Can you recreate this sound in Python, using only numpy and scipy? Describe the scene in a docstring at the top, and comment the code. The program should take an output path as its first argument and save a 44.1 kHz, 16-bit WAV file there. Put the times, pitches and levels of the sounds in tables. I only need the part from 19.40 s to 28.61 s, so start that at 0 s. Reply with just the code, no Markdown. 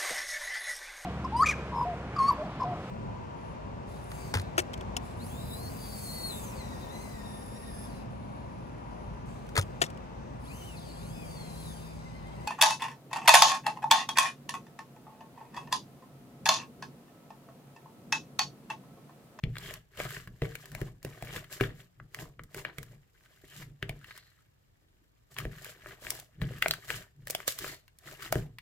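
"""Two hands knead, fold and stretch sticky slime on a table, heard close up in stereo in a small, quiet room.
Under it all lie a soft room hiss and a faint ticking of sticky film, built from random clicks.
From the start, landings thud as damped bounces, air pockets pop as short rings, and grips crackle and fizz.
Threads snap with dry clicks and taut film squeaks. Near 5 s the drawn-out sheet is almost silent, with a faint
hum. From about 6 s grips and landings return, and the pops soon crowd together until the end."""
import sys
import numpy as np
from scipy import signal
from scipy.fft import rfft, irfft, next_fast_len
from scipy.io import wavfile
from scipy.ndimage import uniform_filter1d

SR = 44100
rng = np.random.default_rng(int(sys.argv[2]) if len(sys.argv) > 2 else 0)


def master_out(mix):
    """Clip the mix to full scale and print it as 16-bit PCM to the path in sys.argv[1]."""
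    frames = np.transpose(np.atleast_2d(mix))
    ceiling = np.clip(frames, -1, 1)
    pcm = np.round(ceiling * 32767).astype(np.int16)
    wavfile.write(sys.argv[1], SR, pcm)


N = 406161

# hands and slime land on the table; a tight lump bounces faster than a slack one:
# (time [s], relative thud level [dB], relative palm slap level [dB], bounce pitch [Hz])
LANDINGS = [(0.0366, -25.5, -67, 124.3), (0.6511, -39.5, -59, 120), (0.77, -43, -53.5, 125),
            (0.874, -43, -62, 115), (1.0203, -29, -32, 130.4), (1.4157, -31.5, -39, 118),
            (1.648, -38, -45.5, 139), (1.8243, -39.5, -52, 129), (1.963, -41, -51.5, 101),
            (2.2099, -27.5, -28, 114.5), (2.235, -42, -45, 44.8), (2.827, -42.5, -51, 136),
            (3.3836, -41, -52, 129), (4.038, -60.5, -58.5, 145), (4.427, -36.5, -45, 110),
            (4.4953, -37, -54, 123), (6.053, -33, -42.5, 45.4), (7.021, -27.5, -44.5, 124.7),
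            (7.109, -36.5, -49, 134), (8.957, -25.5, -34, 116.6)]
# low resonances of the table top, which thud: (pitch [Hz], width [Hz], level [dB])
THUD_MODES = [(36, 36, -3), (118.1, 13, 4), (141.5, 7, 5.5), (175.3, 1.9, 2)]
# upper resonances of the table top, which slap: (pitch [Hz], width [Hz], level [dB])
SLAP_MODES = [(270, 37, -2.5), (330, 43, -1), (392.2, 18, 2), (457, 13, 0.5), (611, 29, -8.5),
              (726, 19, -9)]
# shared colour of crackle and clicks, strongest near 1.9 kHz: (frequency [Hz], level [dB])
CRACKLE_COLOUR = [(700, -18), (1150, 2), (1550, 1.5), (1850, 7.5), (2400, -3), (2750, -1), (4500, -10.5),
                  (6500, -33.5)]
LET_GO_DB_PER_S = 228   # how fast a lean or a squeak dies away as the hand lets go
SPURTS_PER_S = 64   # fingers stick and slip, so all sizes of rupture come in spurts
LEAD_S = 7e-5   # the sound reaches the left microphone first


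def from_db(db):
    """Turn decibels into a plain gain."""
    return 10 ** (np.asarray(db) / 20)


def rms_one(x):
    """Scale a sound to unit average level."""
    return x / np.sqrt(np.mean(x ** 2) + 1e-20)


def cut(x, hz, kind, order=2):
    """Keep the low, high or middle band of a sound."""
    sos = signal.butter(order, np.minimum(hz, .45 * SR), kind, fs=SR, output="sos")
    return signal.sosfilt(sos, x)


def colour(x, spectrum):
    """Shape a sound by a spectrum drawn on a log-frequency axis."""
    hz, db = np.transpose(spectrum)
    size = next_fast_len(x.shape[-1])
    bins = np.maximum(np.fft.rfftfreq(size, 1 / SR), 1)
    gain = from_db(np.interp(np.log(bins), np.log(hz), db))
    return irfft(rfft(x, size) * gain, size)[..., :x.shape[-1]]


def resonate(x, hz, width_hz):
    """One resonance with gain 1 on top; a narrow one rings longer."""
    r = np.exp(-np.pi * width_hz / SR)
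    feed = np.array([1, 0, -1]) * (1 - r * r) / 2
    ring = [1, -2 * r * np.cos(2 * np.pi * hz / SR), r * r]
    return signal.lfilter(feed, ring, x + 1e-18)


def body(x, modes):
    """Resonances ringing side by side, as in a table top."""
    return sum(from_db(db) * resonate(x, hz, width) for hz, width, db in modes)


def place(x, pan_db, lead_s=LEAD_S):
    """Mono to stereo: the left side is louder by pan_db and earlier by lead_s."""
    left = x * from_db(pan_db / 2)
    right = np.roll(x, round(lead_s * SR)) * from_db(-pan_db / 2)
    return np.stack([left, right]) / np.sqrt(np.cosh(pan_db * np.log(10) / 20))


def add(out, s, sound):
    """Mix a stereo sound in at s seconds."""
    at = max(round(s * SR), 0)
    out[:, at:at + sound.shape[1]] += sound[:, :max(N - at, 0)]


def burst(x, db, length_s):
    """Give a short sound the energy of db held for length_s."""
    return x * from_db(db) * np.sqrt(length_s * SR / (np.sum(x ** 2) + 1e-20))


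def grains(per_s, spread_db, clump_db, clumps_per_s):
    """Random ruptures of uneven size; the size drifts, so they come in little avalanches."""
    out = np.zeros(N)
    at = np.flatnonzero(rng.random(N) < per_s / SR)
    clumps = np.interp(at / SR * clumps_per_s, np.arange(SR), rng.standard_normal(SR))
    size_db = spread_db * np.minimum(rng.exponential(1, len(at)), 4) + clump_db * clumps
    out[at] = from_db(size_db) * rng.choice([-1, 1], len(at))
    return out


def even(x, window_s=0.11):
    """Bring each short stretch to about unit level, with the grain left in."""
    power = uniform_filter1d(np.mean(np.atleast_2d(x) ** 2, axis=0), int(window_s * SR))
    return x / np.sqrt(np.maximum(power, 0) + np.mean(power) / 100)


def gesture(s, rise_s, hold_s, fall_db_per_s, swell_db=22.5, slacken_db_per_s=23.5):
    """Power of one hand movement: it swells by swell_db per rise_s, slackens while held, then lets go."""
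    near = np.arange(max(int((s - 1) * SR), 0), min(int((s + 1) * SR), N))
    t, hold_s, rise_s = near / SR - s, abs(hold_s), max(rise_s, .003)
    db = swell_db * np.minimum(t, 0) / rise_s
    db -= slacken_db_per_s * np.clip(t, 0, hold_s)
    db -= fall_db_per_s * np.maximum(t - hold_s, 0)
    power = np.zeros(N)
    power[near] = from_db(np.maximum(db, -200)) ** 2
    return power


def room_tone(level_db=-67.5):
    """Still room: faint rumble, alike on both sides, and a diffuse hiss, both from coloured noise."""
    # (frequency [Hz], relative level [dB per Hz])
    still_air = [(15, -37), (25, -1.5), (120, 0), (212, -15), (7510, -43.5), (9570, -50.5), (14800, -36.5),
                 (16000, -51)]
    mid, side = rng.standard_normal((2, N))
    diffuse = 2.0 * cut(side, 500, "high", order=1) * [[1], [-1]]
    return from_db(level_db) * rms_one(colour(mid + diffuse, still_air))


def grip_strength():
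    """Gains of squelch, crackle and fizz: all grips, folds and peels of the hands add up in power."""
    # (full grip time [s], rise [s], hold [s], large-pocket squelch level [dB],
    #  small-pocket crackle level [dB], film fizz level [dB])
    grips = [(0.236, 0.13, 0.1, -54, -46.5, -52.5), (0.593, 0.055, 0.038, -47, -41, -48),
             (0.683, 0.12, 0.12, -61.5, -47, -51.5), (1.026, 0.019, 0.087, -61, -50.5, -60),
             (1.206, 0.46, 0.28, -63, -59, -62), (1.4, 0.31, 0.07, -59.5, -59, -61.5),
             (1.654, 0.041, 0.35, -57, -54.5, -61), (1.958, 0.15, 0.013, -47, -40.5, -47),
             (2.122, 0.04, 0.042, -58, -50, -49), (2.203, 0.009, 0.039, -50.5, -38, -50.5),
             (2.397, 0.098, 0.006, -62.5, -56, -59.5), (2.802, 0.074, 0.01, -47, -50, -50),
             (3.169, 0.062, 0.021, -48, -48.5, -50), (3.263, 0.01, 0.013, -53, -49.5, -74),
             (3.376, 0.11, 0.17, -67, -64, -67.5), (3.897, 0.49, 0.073, -75, -66, -70.5),
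             (4.179, 0.21, 0.037, -63.5, -51.5, -53.5), (4.421, 0.022, 0.11, -61.5, -64, -76.5),
             (4.713, 0.29, 0.071, -69.5, -54, -62), (4.842, 0.13, 0.19, -87, -67, -73.5),
             (5.915, 0.017, 0.02, -65.5, -62, -59.5), (5.984, 0.023, 0.0063, -49, -40.5, -47),
             (6.12, 0.04, 0.057, -75, -54, -66), (6.264, 0.23, 0.04, -58.5, -49.5, -53),
             (6.478, 0.17, 0.044, -56, -49.5, -58), (6.642, 0.054, 0.15, -54.5, -52, -49.5),
             (7.017, 0.011, 0.012, -61, -47, -58.5), (7.118, 0.15, 0.11, -65, -49.5, -59.5),
             (7.23, 0.012, 0.12, -54, -50.5, -52.5), (7.504, 0.1, 0.072, -52, -41.5, -45.5),
             (7.925, 0.1, 0.11, -59.5, -53.5, -57), (8.08, 0.012, 0.0052, -55, -44.5, -33.5),
             (8.22, 0.1, 0.093, -52, -45, -45.5), (8.674, 0.066, 0.059, -55.5, -48, -53),
             (8.824, 0.063, 0.033, -57, -45, -50), (8.948, 0.076, 0.042, -47.5, -48.5, -52)]
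    # film that keeps ticking faintly between grips: (squelch level [dB], crackle level [dB], fizz level [dB])
    resting_db = (-91.5, -80.5, -81.5)
    # dying away after a grip: (squelch fall [dB/s], crackle fall [dB/s], fizz fall [dB/s])
    falls = (225.5, 259, 281)
    power = np.outer(from_db(resting_db) ** 2, np.ones(N))
    for s, rise_s, hold_s, *levels_db in grips:
        for layer, db, fall in zip(power, levels_db, falls):
            layer += from_db(db) ** 2 * gesture(s, rise_s, hold_s, fall)
    return np.sqrt(power)


def pockets(spectrum, low_hz, high_hz, per_s, spread_db, pan_db, ring_cycles, size,
            rise=0.03, wander=0.25, wander_per_s=30):
    """Air pockets collapse in clusters, each ringing at its own pitch, which rises as it closes."""
    clicks = grains(per_s, spread_db, 2.2, SPURTS_PER_S)
    at, age = np.flatnonzero(clicks)[:, None], np.arange(size)
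    own, side = rng.uniform(-1.011, 1, (len(at), 2)).T[:, :, None]
    # the fingers reach now one size of pocket, now another
    reach = np.interp(at / SR * wander_per_s, np.arange(SR), rng.uniform(-0.95, 1, SR))
    hz = np.sqrt(low_hz * high_hz) * (high_hz / low_hz) ** ((own + wander * reach) / 2)
    cycles = hz * age / SR
    wave = np.sin(2 * np.pi * cycles * (1 + rise * cycles / ring_cycles))
    rings = clicks[at] * hz * wave * np.exp(-cycles / ring_cycles)
    lead = np.round((LEAD_S + 1e-4 * side) * SR).astype(int)
    pan = from_db((pan_db + 2 * side) / 2)
    out = np.stack([np.bincount(((start + age) % N).ravel(), (rings * gain).ravel(), N)
                    for start, gain in ((at - lead, pan), (at, 1 / pan))])
    return even(cut(colour(out, spectrum), low_hz / 2, "high"))


def film(spectrum, low_hz, per_s, spread_db, pan_db, count=4):
    """Tiny threads of slime snap off skin and table, all across the lump."""
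    out = 0
    for side in np.linspace(-1, 1, count):
        ticks = grains(per_s / count, spread_db, clump_db=4.0, clumps_per_s=110)
        out = out + place(ticks, pan_db + 4 * side, LEAD_S + 12e-5 * side)
    return even(cut(colour(out, spectrum), low_hz, "high"))


def squelching():
    """Large air pockets collapse with low rings, and the table top rings along."""
    # colour of large pockets: (frequency [Hz], level [dB])
    large_colour = [(200, -11), (380, -5), (620, -3), (850, -8), (1400, -2.5)]
    squelch = pockets(large_colour, 311.4, 1123, per_s=700, spread_db=5.0, pan_db=0.5,
                      ring_cycles=2.4, size=768)
    return even(squelch + 2 * body(squelch, SLAP_MODES))


def crackling(bubbles_db=-5, ticks_db=-6):
    """Small pockets ring as bubbles, mixed with dry ticks of the film."""
    bubbles = pockets(CRACKLE_COLOUR, 1102, 4650, per_s=1200, spread_db=6.0, pan_db=2.5,
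                      ring_cycles=3.6, size=384)
    ticks = film(CRACKLE_COLOUR, 900, per_s=900, spread_db=4.0, pan_db=2.5)
    return from_db(bubbles_db) * bubbles + from_db(ticks_db) * ticks


def fizzing(lone_snaps_db=-7.5):
    """The tacky film peels in thousands of tiny snaps, with lone, larger ones among them."""
    # (frequency [Hz], relative level [dB per Hz])
    film_colour = [(2800, -1), (4500, -1), (6000, -3), (7600, 0), (9800, -8.5), (12600, 1), (15000, -4),
                   (16500, -20)]
    fine = film(film_colour, 2500, per_s=7000, spread_db=2.0, pan_db=-0.2)
    lone = film(film_colour, 2500, per_s=99, spread_db=5.5, pan_db=5.0)
    return fine + from_db(lone_snaps_db) * lone


def kneading(squelch_gain, crackle_gain, fizz_gain, spurt_db=2.5):
    """Three sizes of rupture follow the grips, in shared spurts as the fingers stick and slip."""
    drift = np.interp(np.arange(N) / SR * SPURTS_PER_S, np.arange(SR), rng.standard_normal(SR))
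    spurts = from_db(spurt_db * drift)
    pocket_sound = squelching() * squelch_gain + crackling() * crackle_gain
    return pocket_sound * spurts + fizzing() * fizz_gain * np.sqrt(spurts)


def pressing(grip_gain, side_db=-16, lean_rise_s=0.053, grip_rumble_db=0.5,
             settle_db=-7, settle_rise_s=0.013, settle_db_per_s=128):
    """The table top rumbles under grips and leaning hands, and while the lump settles after a landing."""
    # hands lean their weight on the table: (time [s], hold [s], level [dB])
    leans = [(0.25, 0.14, -51.5), (0.906, 0.037, -53), (1.326, 0.044, -44), (1.904, 0.024, -49),
             (2.606, 0.036, -50.5), (3.004, 0.027, -49), (3.502, 0.077, -53), (4.185, 0.15, -48),
             (6.007, 0.029, -42), (7.015, 0.05, -37), (7.292, 0.02, -44), (7.547, 0.026, -47),
             (7.787, 0.093, -52), (8.927, 0.073, -40)]
    leaning = sum(from_db(db) ** 2 * gesture(s, lean_rise_s, hold_s, LET_GO_DB_PER_S)
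                  for s, hold_s, db in leans)
    settling = sum(from_db(db + settle_db) ** 2
                   * gesture(s + settle_rise_s, settle_rise_s, 0, settle_db_per_s)
                   for s, db, *_ in LANDINGS)
    rumble_gain = np.sqrt(leaning + settling + (from_db(grip_rumble_db) * grip_gain) ** 2)
    force = place(rng.standard_normal(N), 0.98) + from_db(side_db) * rng.standard_normal((2, N))
    low = cut(body(force, THUD_MODES), 166.4, "low", order=4)
    upper = cut(body(force, SLAP_MODES), 500, "low")
    return even(low + from_db(-18) * upper, window_s=0.054) * rumble_gain


def thumps(thud_decay_s=0.026, tighten=0.2, tighten_s=0.012, slap_hz=420, slap_decay_s=0.0078,
           settle_s=0.047, thump_s=0.014, squish=0.019):
    """The lump lands with a damped bounce whose pitch slides down as it spreads, and smacks on unevenly."""
    out, t = np.zeros((2, N)), np.arange(SR // 2) / SR
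    for s, thud_db, slap_db, hz in LANDINGS:
        # uneven little smacks keep the table top ringing
        smacks = rng.standard_normal(len(t)) * rng.exponential(1, len(t)) ** 2
        force = (t == 0) + squish * rms_one(smacks) * np.exp(-t / settle_s)
        turns = np.cumsum(hz * (1 + tighten * np.exp(-t / tighten_s))) / SR
        bounce = np.sin(2 * np.pi * turns) * np.exp(-t / thud_decay_s)
        palm_hz = slap_hz * from_db(rng.uniform(-1.3, 1))
        palm = np.sin(2 * np.pi * palm_hz * t) * np.exp(-t / slap_decay_s)
        # each spot favours other modes
        struck = [(mode_hz, width, db + 2 * rng.standard_normal()) for mode_hz, width, db in SLAP_MODES]
        low_ring = cut(body(force, THUD_MODES), 130, "low")
        upper_ring = cut(body(force, struck), 658, "low", order=4)
        thud = burst(bounce, 0, thump_s) + burst(low_ring, -4.0, thump_s)
        slap = burst(palm, -1.5, thump_s) + burst(upper_ring, 0, thump_s)
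        thump = burst(thud, thud_db + 1.5, thump_s) + burst(slap, slap_db + 4.0, thump_s)
        add(out, s, place(thump, 0.5))
    return out


def pops(large_hz=590, large_decay_s=0.0032, small_decay_s=0.00038, tear_s=0.0019, lead_in_s=0.0022,
         pop_s=0.0033):
    """The film cracks and tears on for a moment; the opened pocket rings for a few cycles."""
    # (time [s], large cavity level [dB], small cavity level [dB], relative spit of the tearing film [dB],
    #  small cavity pitch [Hz], left over right [dB])
    air_pockets = [(0.038, -65, -32.5, -57, 2640, 7), (0.168, -51, -37, -61, 1840, 3),
                   (0.1833, -57, -40, -45.5, 3920, -1), (0.309, -42.5, -42, -50, 1720, 4),
                   (0.3392, -65, -44.5, -41, 2470, 9), (0.6014, -30, -35, -62, 1850, 0),
                   (1.0201, -29, -33, -54, 2020, 0), (1.1542, -49.5, -36, -42, 2060, 7),
                   (1.3499, -41, -36, -42.5, 1870, 11), (1.4153, -34, -38.5, -48.5, 1560, 12),
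                   (1.649, -37, -41.5, -43.5, 2280, 1), (1.8246, -36.5, -40.5, -46.5, 1840, 3),
                   (1.962, -48.5, -34, -48, 2060, 4.5), (2.21, -54, -23.5, -41, 1620, 10),
                   (2.5999, -56.5, -44, -75, 1070, 1), (2.7464, -67, -35.5, -42.5, 1790, 1),
                   (2.789, -54, -39.5, -67, 1700, 3), (2.9941, -47, -39.5, -72, 1390, 3),
                   (3.146, -43.5, -40, -45, 1500, 3), (3.2503, -41, -28, -54, 1800, 3.5),
                   (3.3841, -60, -36, -43.5, 1810, -4), (4.427, -49, -28.5, -51, 1960, 2),
                   (4.4939, -37.5, -33.5, -45.5, 2290, 2), (5.986, -48, -30, -38, 2280, 2),
                   (6.0522, -46, -38, -55, 1760, 0), (6.46, -47, -41, -67, 1230, 2),
                   (6.668, -50, -34, -70, 1940, 7), (6.705, -49.5, -36.5, -26.5, 2330, 18),
                   (7.2243, -43, -17, -32.5, 2060, 4), (7.26, -24, -22, -59, 1670, 3),
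                   (7.283, -44, -32.5, -31, 2580, 0), (7.3099, -38, -21, -32, 4160, 1),
                   (7.5036, -41, -25.5, -41.5, 2040, 4.5), (7.872, -47, -37, -40.5, 1770, 6),
                   (7.9003, -36, -38.5, -33.5, 2040, 4), (7.9068, -48, -49, -30.5, 2860, 16.5),
                   (7.9498, -32, -28, -32, 3170, 2.5), (8.0028, -48.5, -38.5, -54, 1210, 7),
                   (8.079, -30.5, -30.5, -24.5, 1400, 6), (8.0852, -48, -30.5, -50, 3730, -14),
                   (8.2442, -39, -33.5, -57, 1380, 3), (8.9254, -21.5, -26.5, -28, 1270, 4),
                   (8.9556, -32, -34, -46, 1800, 3.5)]
    out, t = np.zeros((2, N)), np.arange(-256, 1024) / SR
    after = np.maximum(t, 0)
    for s, large_db, small_db, spit_db, hz, pan_db in air_pockets:
        size, delay, side = rng.uniform(-1, 1, 3)
        tear = rng.standard_normal((2, len(t))) * rng.exponential(1, (2, len(t)))
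        # a short, softer noise swells before the click
        tear *= np.where(t < 0, 0.3 * np.exp(t / lead_in_s), np.exp(-t / tear_s))
        crack = (t == 0) + 0.07 * tear[0]
        # bounce off the table and the palm
        crack += 0.55 * (np.abs(t - .0012 * (1 + delay / 2)) <= .5 / SR)
        large = np.sin(2 * np.pi * large_hz * (1 + 0.17 * size) * after) * np.exp(-after / large_decay_s)
        small = burst(resonate(crack, hz, 1 / (np.pi * small_decay_s)), 0, pop_s)
        small += burst(colour(crack, CRACKLE_COLOUR), -8.5, pop_s)
        cavity = burst(cut(large, 210, "high"), large_db, pop_s)
        cavity += burst(cut(small, [1100, hz * 2.0], "band"), small_db, pop_s)
        spit = cut(5.0 * (t == 0) + tear, 3400, "high")
        # the spit is lifted on the right and follows the pan only in part
        spit = np.stack([burst(spit[0], spit_db + pan_db / 4, pop_s),
                         burst(spit[1], spit_db + 6.0 - pan_db / 4, pop_s)])
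        add(out, s + t[0], place(cavity, pan_db, LEAD_S + 3e-5 * side) + spit)
    return out


def snaps(fray_s=0.003, fray=0.18, snap_s=0.0047):
    """A sticky thread parts in one click and frays for a moment; the click has the same colour as the crackle."""
    # (time [s], dry tick [dB], bright spit [dB])
    threads = [(0.156, -42.5, -65), (0.6515, -40.5, -56), (0.7061, -40.5, -45), (0.768, -40.5, -69),
               (0.8748, -45.5, -56.5), (1.257, -48, -47.5), (1.3178, -49.5, -50), (1.6292, -55, -49),
               (1.849, -53, -52), (2.043, -50.5, -57.5), (2.237, -37.5, -66), (3.036, -56, -51.5),
               (3.43, -48.5, -44.5), (4.644, -45.5, -59), (4.709, -43.5, -70), (4.777, -49.5, -46.5),
               (5.9658, -41, -60), (6.002, -40, -53), (6.246, -48, -41.5), (6.65, -46.5, -53),
               (6.799, -57, -42), (7.017, -34.5, -51.5), (7.184, -51.5, -52.5), (7.3371, -33, -38.5),
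               (7.881, -53, -43.5), (8.1884, -42, -33), (8.48, -57.5, -60.5), (8.587, -72, -51),
               (8.8233, -42, -44), (9.1855, -42, -53)]
    out, t = np.zeros((2, N)), np.arange(-256, 768) / SR
    for s, tick_db, spit_db in threads:
        fraying = rng.standard_normal((2, len(t))) * (t > 0) * np.exp(-np.abs(t) / fray_s)
        click = (t == 0) + fray * fraying
        tick = burst(colour(click[0], CRACKLE_COLOUR), tick_db, snap_s)
        spit = np.stack([burst(side, spit_db, snap_s) for side in cut(click, 2400, "high")])
        add(out, s + t[0], place(tick, 4 + 2 * rng.standard_normal()) + spit)
    return out


def squeaks(width_share=0.11, sag_per_s=0.3, slips_per_s=2500, rise_s=0.039):
    """Quick slips ring the taut film as it is drawn off the table; its pitch sags as it gives."""
    # squeaks, and one faint low hum of the wide sheet: (time [s], hold [s], level [dB], pitch [Hz])
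    taut_film = [(0.24, 0.021, -49.5, 3170), (4.103, 0.033, -60.5, 2950), (4.685, 0.19, -65.5, 4400),
                 (5.42, 0.23, -74, 328), (8.274, 0.004, -47, 4470)]
    out, t = 0, np.arange(N) / SR
    slips = grains(slips_per_s, 5.7, 2.6, SPURTS_PER_S)
    for s, hold_s, db, hz in taut_film:
        near = slice(max(int((s - .5) * SR), 0), int((s + .5) * SR))
        sagging_hz = hz * (1 - sag_per_s * (t[near] - s))
        # a spinning phase turns a plain decay into a ring of moving pitch
        turn = np.exp(2j * np.pi * np.cumsum(sagging_hz) / SR)
        keep = np.exp(-np.pi * width_share * hz / SR)
        rung = np.real(turn * signal.lfilter([1], [1, -keep], slips[near] / turn))
        ring = np.zeros(N)
        ring[near] = rms_one(cut(rung, [hz / 2, hz * 2], "band"))
        out = out + from_db(db) * ring * np.sqrt(gesture(s, rise_s, hold_s, LET_GO_DB_PER_S))
    return place(out, 0.87)


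def room(x, t60_s=0.23, gap_s=0.00086, early_db=5, early_s=0.0081, dull_hz=11000):
    """Dense reflections, strongest just after the sound, different on each side."""
    t = np.arange(SR) / SR
    fade = from_db(-60 * t / t60_s) + from_db(early_db) * np.exp(-t / early_s)
    tail = rng.standard_normal((2, len(t))) * (t > gap_s) * fade
    tail = tail / np.sqrt(np.sum(tail ** 2) / 2)
    tail = cut(cut(tail, dull_hz, "low", order=1), 420, "high")
    return signal.fftconvolve(x, tail, axes=1)[:, :N]


def scene():
    """Pops, snaps, crackle and knocks in a small room, over the rumble of the table."""
    squelch_gain, crackle_gain, fizz_gain = grip_strength()
    bed = kneading(squelch_gain, crackle_gain, fizz_gain) + squeaks()
    knocks = thumps()
    bursts = pops() + snaps()
    wet = room(from_db(-8) * bursts + from_db(-5.0) * bed + from_db(-4) * knocks)
    return bursts + bed + knocks + pressing(squelch_gain) + wet + room_tone()


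def record(dry, cutoff_hz=16300):
    """The deepest rumble and the top are cut."""
    top_cut = signal.ellip(10, .2, 80, cutoff_hz, fs=SR, output="sos")
    return signal.sosfilt(top_cut, cut(dry, 20, "high"))


dry = scene()
out = record(dry)
master_out(out)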